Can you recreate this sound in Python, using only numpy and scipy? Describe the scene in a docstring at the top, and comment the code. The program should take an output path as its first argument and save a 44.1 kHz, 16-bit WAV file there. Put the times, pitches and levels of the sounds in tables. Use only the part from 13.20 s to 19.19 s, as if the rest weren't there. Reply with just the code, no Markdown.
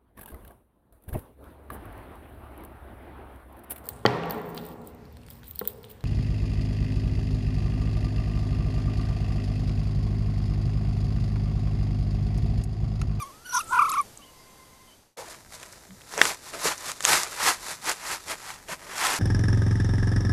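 """A thin, warbling animal squeal splits into two tones before a trail camera in a forest at night, then fades.
By day a wild boar rustles up, bumps the camera and rubs against it stroke after stroke.
The squeal is two oscillators in one throat, with overtones and breath noise. The rubbing is a dense rain
of bristle flicks, and the knocks are noise bursts with short modes of the plastic housing.
Chirps, a whistle, low hums, noisy clicks and puffs, snaps, crackling litter and forest air surround them."""
import sys
import numpy as np
from scipy import signal
from scipy.fft import rfft, irfft, next_fast_len
from scipy.io import wavfile
from scipy.ndimage import uniform_filter1d

SR = 44100
rng = np.random.default_rng(int(sys.argv[2]) if len(sys.argv) > 2 else 0)


def int16_out(signal):
    """Quantize to a 16-bit WAV file."""
    q = np.round(np.clip(np.atleast_2d(signal).T, -1, 1) * 32767)
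    wavfile.write(sys.argv[1], SR, q.astype(np.int16))


N = 264159
T = np.arange(N) / SR  # time [s]

# The three cries of the squeal, one list each:
# (time [s], pitch [Hz], level of the first tone [dB], warble depth [share of the pitch])
CRIES = [
    [(0, 1192, -41, 0.011), (.014, 1180, -38.5, 0.014), (.026, 1150, -31.5, 0.051),
     (.055, 1098, -45.5, 0.025), (.105, 1120, -51, 0.057), (.2, 1324, -62, 0.009)],
    [(.243, 1390, -58, 0.012), (.26, 1480, -45, 0.024), (.315, 1450, -42.5, 0.028),
     (.352, 1431, -27, 0.048), (.38, 1412, -26.5, 0.035), (.405, 1324, -32.5, 0.063), (.45, 1317, -55, .02)],
    [(.48, 1320, -46.5, 0.012), (.512, 1361, -33, 0.062), (.53, 1440, -26.5, .06), (.585, 1434, -24, 0.053),
     (.63, 1283, -22, 0.083), (.69, 1173, -29, 0.11), (.745, 1209, -27.5, 0.14), (.766, 1233, -29.5, 0.14),
     (.783, 1166, -20.5, 0.044), (.804, 1147, -19, 0.026), (.832, 1031, -53, .02)],
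]
# Spectrum of bristles scraping the housing, shape only: (frequency [Hz], relative density [dB per Hz])
SCRAPE_SPECTRUM = [(320, -37), (550, -20.5), (721, 7), (868, 5.5), (938, 2), (1010, 7), (1100, 1),
                   (1300, 5), (1410, 2), (1540, 3), (1910, 3.5), (3020, -4.5), (3500, 1.5), (4550, -33.5),
                   (7700, -120)]
# Spectrum of the bristles' hiss, shape only: (frequency [Hz], relative density [dB per Hz])
HISS_SPECTRUM = [(1710, -10.5), (2900, -25.5), (3510, 11), (3800, 6.5), (4230, 5.5), (6120, 5), (6490, 5),
                 (7510, 5.5), (8910, 1), (9780, 3), (12300, -2.5), (13600, -9), (14100, -45)]


def undb(db):
    """Decibels to gain."""
    return 10 ** (np.asarray(db) / 20)


def unit(x):
    """Scale to rms 1."""
    return x / np.sqrt(np.mean(x ** 2))


def curves(rows):
    """The columns of a table, joined by straight lines in time."""
    s, *columns = np.transpose(sorted(rows, key=lambda row: row[0]))
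    return [np.interp(T, s, column) for column in columns]


def response(points, hz):
    """Gain of a (frequency [Hz], level [dB]) spectrum at these frequencies."""
    f, db = np.transpose(points)
    return undb(np.interp(np.log(hz + 1), np.log(f), db))


def colour(x, points):
    """Minimum-phase filter with the given spectrum, causal so that clicks keep their attack; rms 1."""
    size = next_fast_len(2 * N, real=True) // 2 * 2
    bins_hz = np.arange(size // 2 + 1) * SR / size
    cepstrum = irfft(np.log(response(points, bins_hz)))
    # fold the cepstrum onto positive time
    cepstrum[1:size // 2] *= 2
    cepstrum[size // 2 + 1:] = 0
    return unit(irfft(rfft(x, size) * np.exp(rfft(cepstrum)))[:N])


def band(x, lo_hz, hi_hz):
    """Gentle band-pass."""
    edges_hz = [lo_hz, min(hi_hz, SR / 2 - 1)]
    return signal.sosfilt(signal.butter(2, edges_hz, "band", fs=SR, output="sos"), x)


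def walk(rate):
    """Smooth random motion of rms 1, from about this many random steps a second."""
    k = max(int(SR / rate), 1)
    steps = np.repeat(rng.standard_normal(N // k + 1), k)
    return unit(uniform_filter1d(uniform_filter1d(steps, k), k)[:N])


def add(out, s, sound):
    """Mix a short sound in at time s."""
    i = max(int(s * SR), 0)
    out[i:i + len(sound)] += sound[:N - i]


def tone(hz, jitter):
    """Complex oscillator whose pitch trembles by a random share."""
    return np.exp(2j * np.pi * np.cumsum(hz * (1 + jitter * walk(600))) / SR)


def swell(s, length):
    """A rounded rise and fall centred on time s."""
    return np.cos(np.pi * np.clip((T - s) / length, -.5, .5))


def gate(start, end, fade):
    """On between two times, with sloping edges."""
    return np.clip(np.minimum(T - start, end - T) / fade + .5, 0, 1)


def background(spectrum, db):
    """Still forest air and microphone hiss: steady coloured noise whose level drifts slightly."""
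    return colour(rng.standard_normal(N), spectrum) * undb(db + .5 * walk(6))


def warble():
    """The quick swing of the pitch, -1 to 1; it slows as each cry goes on."""
    # (start of the cry [s], time of one pitch dip [s], dips a second at that time [Hz])
    warbles = [(0, 0.038, 16), (0.249, 0.367, 41), (.48, 0.518, 39.2)]
    slowing_hz_per_s = 35
    turns = np.zeros(N)
    for start, dip_s, rate in warbles:
        u = T - dip_s
        turns = np.where(T >= start, rate * u - slowing_hz_per_s * u ** 2 / 2, turns)
    return -np.cos(2 * np.pi * turns)


def squeal_motion():
    """Pitch and level of the first tone, pitch and share of the lower one: both warble together, at times lock."""
    # Where the voice splits and a lower tone joins:
    # (start [s], end [s], level against the first tone before the warble moves it [dB])
    splits = [(0.331, 0.398, 1.5), (.51, 0.587, 1.5), (0.599, 0.641, -6.5)]
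    # The two tones lock into one note: (time [s], length [s], gain [dB], pitch drop [share])
    locks = [(0.392, 0.017, 0.5, 0.1), (0.596, 0.015, 12, 0.093), (0.625, .018, 8, 0.056),
             (.655, 0.013, 3.5, .01)]
    low_hz, low_warble, split_fade_s = 978, 0.048, 0.0076
    warble_db = 3  # louder as the pitch dips: dB per whole pitch of swing
    hz, db, depth = curves([row for cry in CRIES for row in cry])
    swing = warble()
    split = sum(undb(low_db) * gate(start, end, split_fade_s) for start, end, low_db in splits)
    # random share of the pitch: always some, more when split, more in a deep warble
    wobble = .003 + 0.011 * split + .13 * depth
    hz = hz * (1 + depth * swing + wobble * walk(260))
    db = db - warble_db * depth * swing + 1.3 * walk(260)
    low = split * undb(2.77 * swing)
    for s, length, gain_db, drop in locks:
        lock = swell(s, length)
        hz = hz * (1 - drop * np.sqrt(lock))
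        db = db + gain_db * lock
        low = low * (1 - lock) ** 2
    low_pitch_hz = low_hz * (1 + low_warble * swing + wobble * walk(260))
    return hz, db, low_pitch_hz, low


def squeal():
    """Two oscillators in one throat; their joint motion makes the overtones, and so the tones between them."""
    # Strain of the voice: (time [s], octave [dB], high overtones [dB], shrill resonance [dB],
    # rasp before a 6 dB cut [dB])
    strain = [(0, 13, -10, -2, -28), (.03, -13, -16.5, 9, -19), (.07, -16, -21, 6, -18),
              (.27, -9, -6.5, 2, -9), (.32, -10, -8.5, 19, -7), (.36, -17, -13.5, 10.5, -27),
              (.42, -4, -10, 11, -9), (.5, -39, -27, -2, -19), (.56, -4.5, -24, -4.5, -23),
              (.6, -9.5, -37, 0, -27.5), (.68, -15, -25, -3, -20), (.74, -6, -19.5, -5, -11),
              (.8, -10.5, -42, 17, -25.5)]
    # Resonances of the throat: (frequency [Hz], gain [dB])
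    throat = [(1700, 1), (2500, -7.5), (3000, -2.5), (3600, -3.5), (4300, -7), (6500, -3.5), (7400, -16.5),
              (9000, -5.5), (10800, -3.5), (12000, -7.5), (13500, -16.5)]
    shrill_hz, shrill_width_hz = 5880, 560  # the throat's sharpest resonance
    hz, db, low_hz, low = squeal_motion()
    octave_db, high_db, shrill_db, rasp_db = curves(strain)
    folds = tone(hz, jitter=0.0058) + low * tone(low_hz, jitter=0.0046)
    swing, phase = np.abs(folds), np.angle(folds)
    push = swing ** 3 / (1 + low) ** 2  # overtones come in bursts, when both tones push together
    centre_hz = (hz + low * low_hz) / (1 + low)
    voice = folds.real
    for k in range(2, 11):
        torn_db = 4 * walk(130) - 1
        tremble = .07 * walk(700)
        overtone_hz = k * centre_hz
        shrill = shrill_db / (1 + (2 * (overtone_hz - shrill_hz) / shrill_width_hz) ** 2)
        strength = undb(torn_db + shrill + (high_db if k > 2 else octave_db))
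        overtone = push * np.cos(k * phase + k * tremble)
        voice = voice + strength * response(throat, overtone_hz) * overtone
    # air hisses through the same throat, once a cycle
    air = band(rng.standard_normal(N) * (1 + np.cos(phase)), 1400, 13000)
    rasp = colour(air, throat) * np.sqrt(1 + low ** 2) * undb(rasp_db - 6)
    sounding = T < CRIES[-1][-1][0]
    return np.sqrt(2) * (voice + rasp) * undb(db) * sounding


def electronic_whine():
    """The camera's electronics at the microphone by night: steady pure tones."""
    # (frequency [Hz], level [dB])
    whine = [(4683, -71.5), (6245, -72), (9367, -75.5)]
    return sum(np.sqrt(2) * undb(db) * np.sin(2 * np.pi * hz * T) for hz, db in whine)


def night_air():
    """Night air and microphone hiss: coloured noise that swells and sinks."""
    # Noise spectrum, shape only: (frequency [Hz], relative density [dB per Hz])
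    night_spectrum = [(25, 0.5), (100, -1.5), (200, -3.5), (450, -6), (900, -8.5), (1400, -13.5),
                      (2500, -16), (6400, -16), (13000, -18.5), (14100, -27)]
    # Swell above the base level: (time [s], gain [dB])
    night_swell = [(0, 6), (.25, 2.5), (.55, 11), (.85, 6), (1.05, 2), (1.7, 1)]
    return background(night_spectrum, -55.5 + curves(night_swell)[0])


def clicks_and_puffs():
    """Noisy clicks and puffs around the squeal, two low scuffs as the day cuts in: swells of band-passed noise."""
    # (time [s], length [s], nominal centre [Hz], level [dB])
    puffs = [(0.444, 0.015, 8520, -46), (0.506, 0.09, 7600, -45), (0.694, 0.0086, 7060, -37),
             (.7, 0.015, 11100, -32.5), (0.698, 0.013, 4200, -35.5), (0.718, 0.00223, 7200, -23),
             (0.815, 0.004, 9740, -35), (0.975, 0.0031, 7200, -37.5), (2.005, 0.081, 514, -42),
             (2.014, 0.1, 880, -44)]
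    noise = rng.standard_normal(N)
    out = np.zeros(N)
    for s, length, hz, db in puffs:
        out += undb(db) * swell(s, length) * unit(band(noise, 0.9 * hz, 1.14 * hz))
    return out


def far_whistle():
    """A faint, far, quivering note with its octave, sliding down from a louder, higher start."""
    start_s, end_s, note_hz, note_db, octave_db = 1, 1.71, 1040, -60, -5
    slide, slide_s, accent_db = 0.13, 0.0314, 11  # slide as a share of the pitch
    onset = np.exp(-np.maximum(T - start_s, 0) / slide_s)
    z = tone(note_hz * (1 + slide * onset + 0.015 * walk(110)), jitter=0.0123)
    level = gate(start_s, end_s, 0.019) * undb(note_db + accent_db * onset + 3.2 * walk(120))
    octave = undb(octave_db) * (1 - onset) * (z * z).real  # squaring doubles the pitch
    return level * (z.real + octave)


def notes(rows, jitter):
    """Short gliding tones that swell and die."""
    out = np.zeros(N)
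    for s, length, hz, db, rise in rows:
        glide = 2 ** (rise * np.clip(T - s, -length, length))
        out += np.sqrt(2) * undb(db) * swell(s, length) * tone(hz * glide, jitter).real
    return out


def far_chirps():
    """Far chirps: short, trembling, gliding tones."""
    # (time [s], length [s], pitch [Hz], level [dB], rise [octaves per s])
    chirps = [(1.035, 0.051, 3000, -53, 5), (1.085, .06, 2930, -60, -1), (1.21, 0.17, 5000, -64, -1),
              (1.69, 0.039, 3060, -60, 0), (1.73, .06, 3080, -58.5, -0.5)]
    return notes(chirps, jitter=0.027)


def stroking():
    """Level, hiss and push in dB: each stroke swells and lets go, over a light contact."""
    # Strokes of the coat over the housing: (time [s], level [dB], rise over 20 dB [s], fall over 20 dB [s],
    # bristle hiss against the level [dB], push on the housing against the level [dB])
    strokes = [ (1.986, -45, 0.053, 0.19, 0, -0.5), (2.12, -47, 0.18, 0.15, 1, -5.5),
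               (2.348, -47, 0.0777, 0.046, 3, -6.5), (2.429, -49, 0.14, 0.19, -1, -3),
               (2.936, -43.5, .07, 0.12, 0.5, -6.5), (2.991, -33, 0.033, 0.022, -15, -2.5),
               (3.038, -32, 0.082, 0.11, -1, -6), (3.101, -35.5, 0.11, 0.071, 0.5, -10),
               (3.276, -47, 0.13, 0.24, 2.5, -9), (3.344, -40.5, 0.028, 0.074, -6, 0),
               (3.473, -31.5, 0.11, .08, 1, -6), (3.517, -32.5, .05, 0.04, -2.5, -11),
               (3.698, -36.5, 0.15, .05, 0.5, -9), (3.887, -29, 0.072, 0.11, 1, -7.5),
               (3.932, -27.5, 0.062, 0.17, 0.5, -11.5), (4.126, -41, 0.038, 0.057, -1.5, -8),
               (4.211, -35, 0.057, 0.13, -1.5, -11), (4.285, -26, 0.12, 0.079, -1.5, -12.5),
               (4.51, -38, 0.16, 0.088, 1, -10), (4.698, -30, 0.081, .06, -2, -10.5),
               (4.925, -34.5, 0.19, 0.078, -1, -11), (5.118, -34, 0.075, 0.047, -1.5, -7.5),
               (5.284, -40.5, 0.14, .15, -2.5, -16.5), (5.494, -40.5, 0.016, 0.061, -1.5, -2),
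               (5.527, -35, 0.051, 0.041, -5, -9), (5.72, -43.5, 0.22, 0.24, -5, -5.5),
               (5.851, -29.5, 0.15, 0.17, -3.5, -14.5), (5.93, -32.5, 0.13, 0.13, -3, -10)]
    # Light contact of the coat between strokes: (time [s], level [dB])
    light_contact = [(2.25, -69), (2.55, -54), (2.7, -59), (2.85, -56.5), (3.3, -55.5), (3.8, -50),
                     (4.1, -48), (4.6, -55), (5.2, -52), (5.43, -61), (5.99, -46.5)]
    contact_hiss_db, contact_push_db = 2.5, -4
    roundness = 1.282  # 1 = pointed, 2 = bell
    contact = undb(curves(light_contact)[0]) ** 2
    power = np.outer(undb([0, contact_hiss_db, contact_push_db]) ** 2, contact)
    for s, db, rise, fall, hiss_db, push_db in strokes:
        near = slice(*np.searchsorted(T, [s - 3 * rise, s + 3 * fall]))
        away = np.maximum((s - T[near]) / rise, (T[near] - s) / fall)
        peaks = undb([db, db + hiss_db, db + push_db])
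        power[:, near] += np.outer(peaks, undb(-20 * away ** roundness)) ** 2
    level, hiss, push = 10 * np.log10(power)
    return level, hiss - level, push - level


def bristles(rate, spread_db):
    """Random tiny flicks of very unequal size, about this many a second; rms 1."""
    size = undb(spread_db * np.minimum(rng.exponential(size=N), 5))
    return unit((rng.random(N) < rate / SR) * size * rng.standard_normal(N))


def rubbing():
    """The coat slides over the housing: the harder the stroke, the more bristles flick each second."""
    # Spectrum of the pushed housing, shape only: (frequency [Hz], relative density [dB per Hz])
    push_spectrum = [(76, -17.5), (130, -15.5), (172, -4.5), (220, -13.5), (334, -1), (446, 0), (543, 0),
                     (700, 5.5), (910, -10), (1540, -120)]
    db, hiss_db, push_db = stroking()
    rate = 10000 * undb(0.6 * (db + 39))
    flicks = bristles(rate, spread_db=2.0)
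    fine = bristles(2 * rate, spread_db=3.0)  # thin hairs only hiss
    scrape = colour(flicks, SCRAPE_SPECTRUM) * undb(0.6 * walk(90))
    hiss = colour(flicks + 0.59 * fine, HISS_SPECTRUM) * undb(hiss_db + 1.2 * walk(100))
    push = colour(flicks, push_spectrum) * undb(push_db + 0.79 * walk(60))
    return (scrape + hiss + push) * undb(db)


def litter():
    """Dry leaves and needles crackle at random under the boar: sparse clicks become decaying noise bursts."""
    clicks = bristles(110, spread_db=2.5)
    burst = rng.standard_normal(400) * np.exp(-T[:400] / .0012)
    crackle = signal.fftconvolve(clicks, burst)[:N]
    return (colour(crackle, SCRAPE_SPECTRUM) + undb(-3) * colour(crackle, HISS_SPECTRUM)) * undb(-61)


def day_air():
    """Forest air and microphone hiss by day: coloured noise at a nearly even level."""
    # Noise spectrum, shape only: (frequency [Hz], relative density [dB per Hz])
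    day_spectrum = [(15, -14), (25, 2.5), (110, 0.5), (225, -4), (437, -7.5), (526, -9), (763, -10),
                    (968, -10), (1050, -31), (1300, -19.5), (1880, -18.5), (2090, -26.5), (6700, -15),
                    (14100, -22)]
    return background(day_spectrum, -54)


def snaps():
    """Single stiff bristles and twigs let go with a crack of a millisecond or so."""
    # (time [s], peak level [dB], share of treble, limited to 0.98 as a gain [dB])
    cracks = [(2.399, -33, -3), (2.43, -28.5, -3.5), (2.435, -34, -6), (2.4617, -35.5, 0),
              (2.5255, -35.5, 2), (2.534, -39, -17), (2.707, -37.5, -12), (2.817, -38, -17),
              (3.103, -26.5, -7), (3.145, -25.5, -1.5), (3.5791, -27.5, 0), (3.673, -25, 14),
              (3.717, -16, -1.5), (3.806, -18.5, -4), (3.826, -19, 2.5), (3.8395, -24, -12),
              (3.8452, -13, -1), (3.9313, -8, -11), (4.0331, -14.5, -1), (4.044, -28, 1.5),
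              (4.2858, -14, -12), (4.695, -14, 17), (4.716, -11, -4.5), (5.0825, -25, -2.5),
              (5.3032, -19.5, -10), (5.485, -28, -7), (5.7812, -19, 16), (5.8684, -10, -3)]
    out, t = np.zeros(N), T[:1500]
    for s, db, treble_db in cracks:
        crack = rng.standard_normal(len(t)) * (np.exp(-t / .0012) + .08 * np.exp(-t / .005))
        share = np.clip(undb(treble_db), 0, .98)
        middle = unit(band(crack, 610, 3300))
        treble = unit(band(crack, 4800, 8400))
        hit = np.sqrt(1 - share ** 2) * middle + share * treble
        add(out, s, undb(db) * hit / np.abs(hit).max())
    return out


def grunts():
    """Soft low hums, perhaps grunts: short, trembling tones."""
    # (time [s], length [s], pitch [Hz], level [dB], rise [octaves per s])
    hums = [(2.722, 0.071, 182.4, -46, 0.0038), (3.46, 0.043, 167.7, -41.5, 0.002),
            (5.525, 0.026, 176.8, -41.5, 0)]
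    return notes(hums, jitter=0.07)


def knocks():
    """The head bumps the housing: a snap, a broad crack and short plastic modes; soft blows ring only low ones."""
    # (time [s], peak level before overload [dB], snap against the body [dB],
    # damping of the high modes [dB per octave], which as plain dB also lowers the crack)
    blows = [(2.9385, -19.5, -1, 12), (2.978, -8.5, 2.5, 17), (2.9928, -22, -10, -3),
             (2.993, -19.5, -10, 11), (3.0153, 7, -3, -1.5), (3.0538, -9, 0, 1), (3.337, -27, -15, 2),
             (3.455, -16.5, -6, 20.5), (3.8513, -2, 16.5, -12)]
    # Modes of the housing: (nominal frequency [Hz], relative level before damping [dB], decay by 60 dB [s])
    modes = [(432, -36.5, 0.052), (900, -10, 0.0056), (1230, -9.5, 0.007), (1940, -4.5, 0.0043),
             (2310, -7.5, 0.01), (2700, -10.5, 0.014), (3520, -6.5, .007)]
    out, t = np.zeros(N), T[:4000]
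    for s, db, snap_db, soft_db in blows:
        body = 0
        for hz, mode_db, t60 in modes:
            struck_hz = hz * (1 + 0.03 * rng.standard_normal())
            ring = np.cos(2 * np.pi * struck_hz * t + rng.uniform(0, 2 * np.pi))
            ring = ring * np.exp(-np.log(1000) * t / t60)
            body = body + undb(mode_db - soft_db * np.log2(hz)) * ring
        body = band(body, 260, 3100)
        crack = band(rng.standard_normal(len(t)) * np.exp(-t / .0012), 900, 2900)
        snap = band(rng.standard_normal(len(t)) * np.exp(-t / 0.00054), 5270, 7700)
        hit = body / np.abs(body).max()
        hit = hit + undb(-1 - soft_db) * crack / np.abs(crack).max()
        hit = hit + undb(snap_db) * snap / np.abs(snap).max()
        add(out, s, undb(db) * hit / np.abs(hit).max())
    return out


def scene():
    """The night fades out; the day cuts in."""
    fade_s, cut_s = 1.7, 1.969
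    night = squeal() + electronic_whine() + night_air() + far_whistle() + far_chirps()
    day = rubbing() + litter() + day_air() + grunts()
    fade_out = np.clip((cut_s - T) / (cut_s - fade_s), 0, 1)
    cut_in = np.clip((T - cut_s) / 0.0043, 0, 1)
    mix = night * fade_out + day * cut_in + clicks_and_puffs() + snaps() + knocks()
    return mix[None]  # one channel


def record(dry):
    """The camera's microphone: the hardest knock overloads and clips, then a steep low-pass cuts the top."""
    top_hz = 14300
    low_pass = signal.ellip(8, .2, 70, top_hz, fs=SR, output="sos")
    return signal.sosfilt(low_pass, np.clip(dry, -1, 1))


dry = scene()
out = record(dry)
int16_out(out)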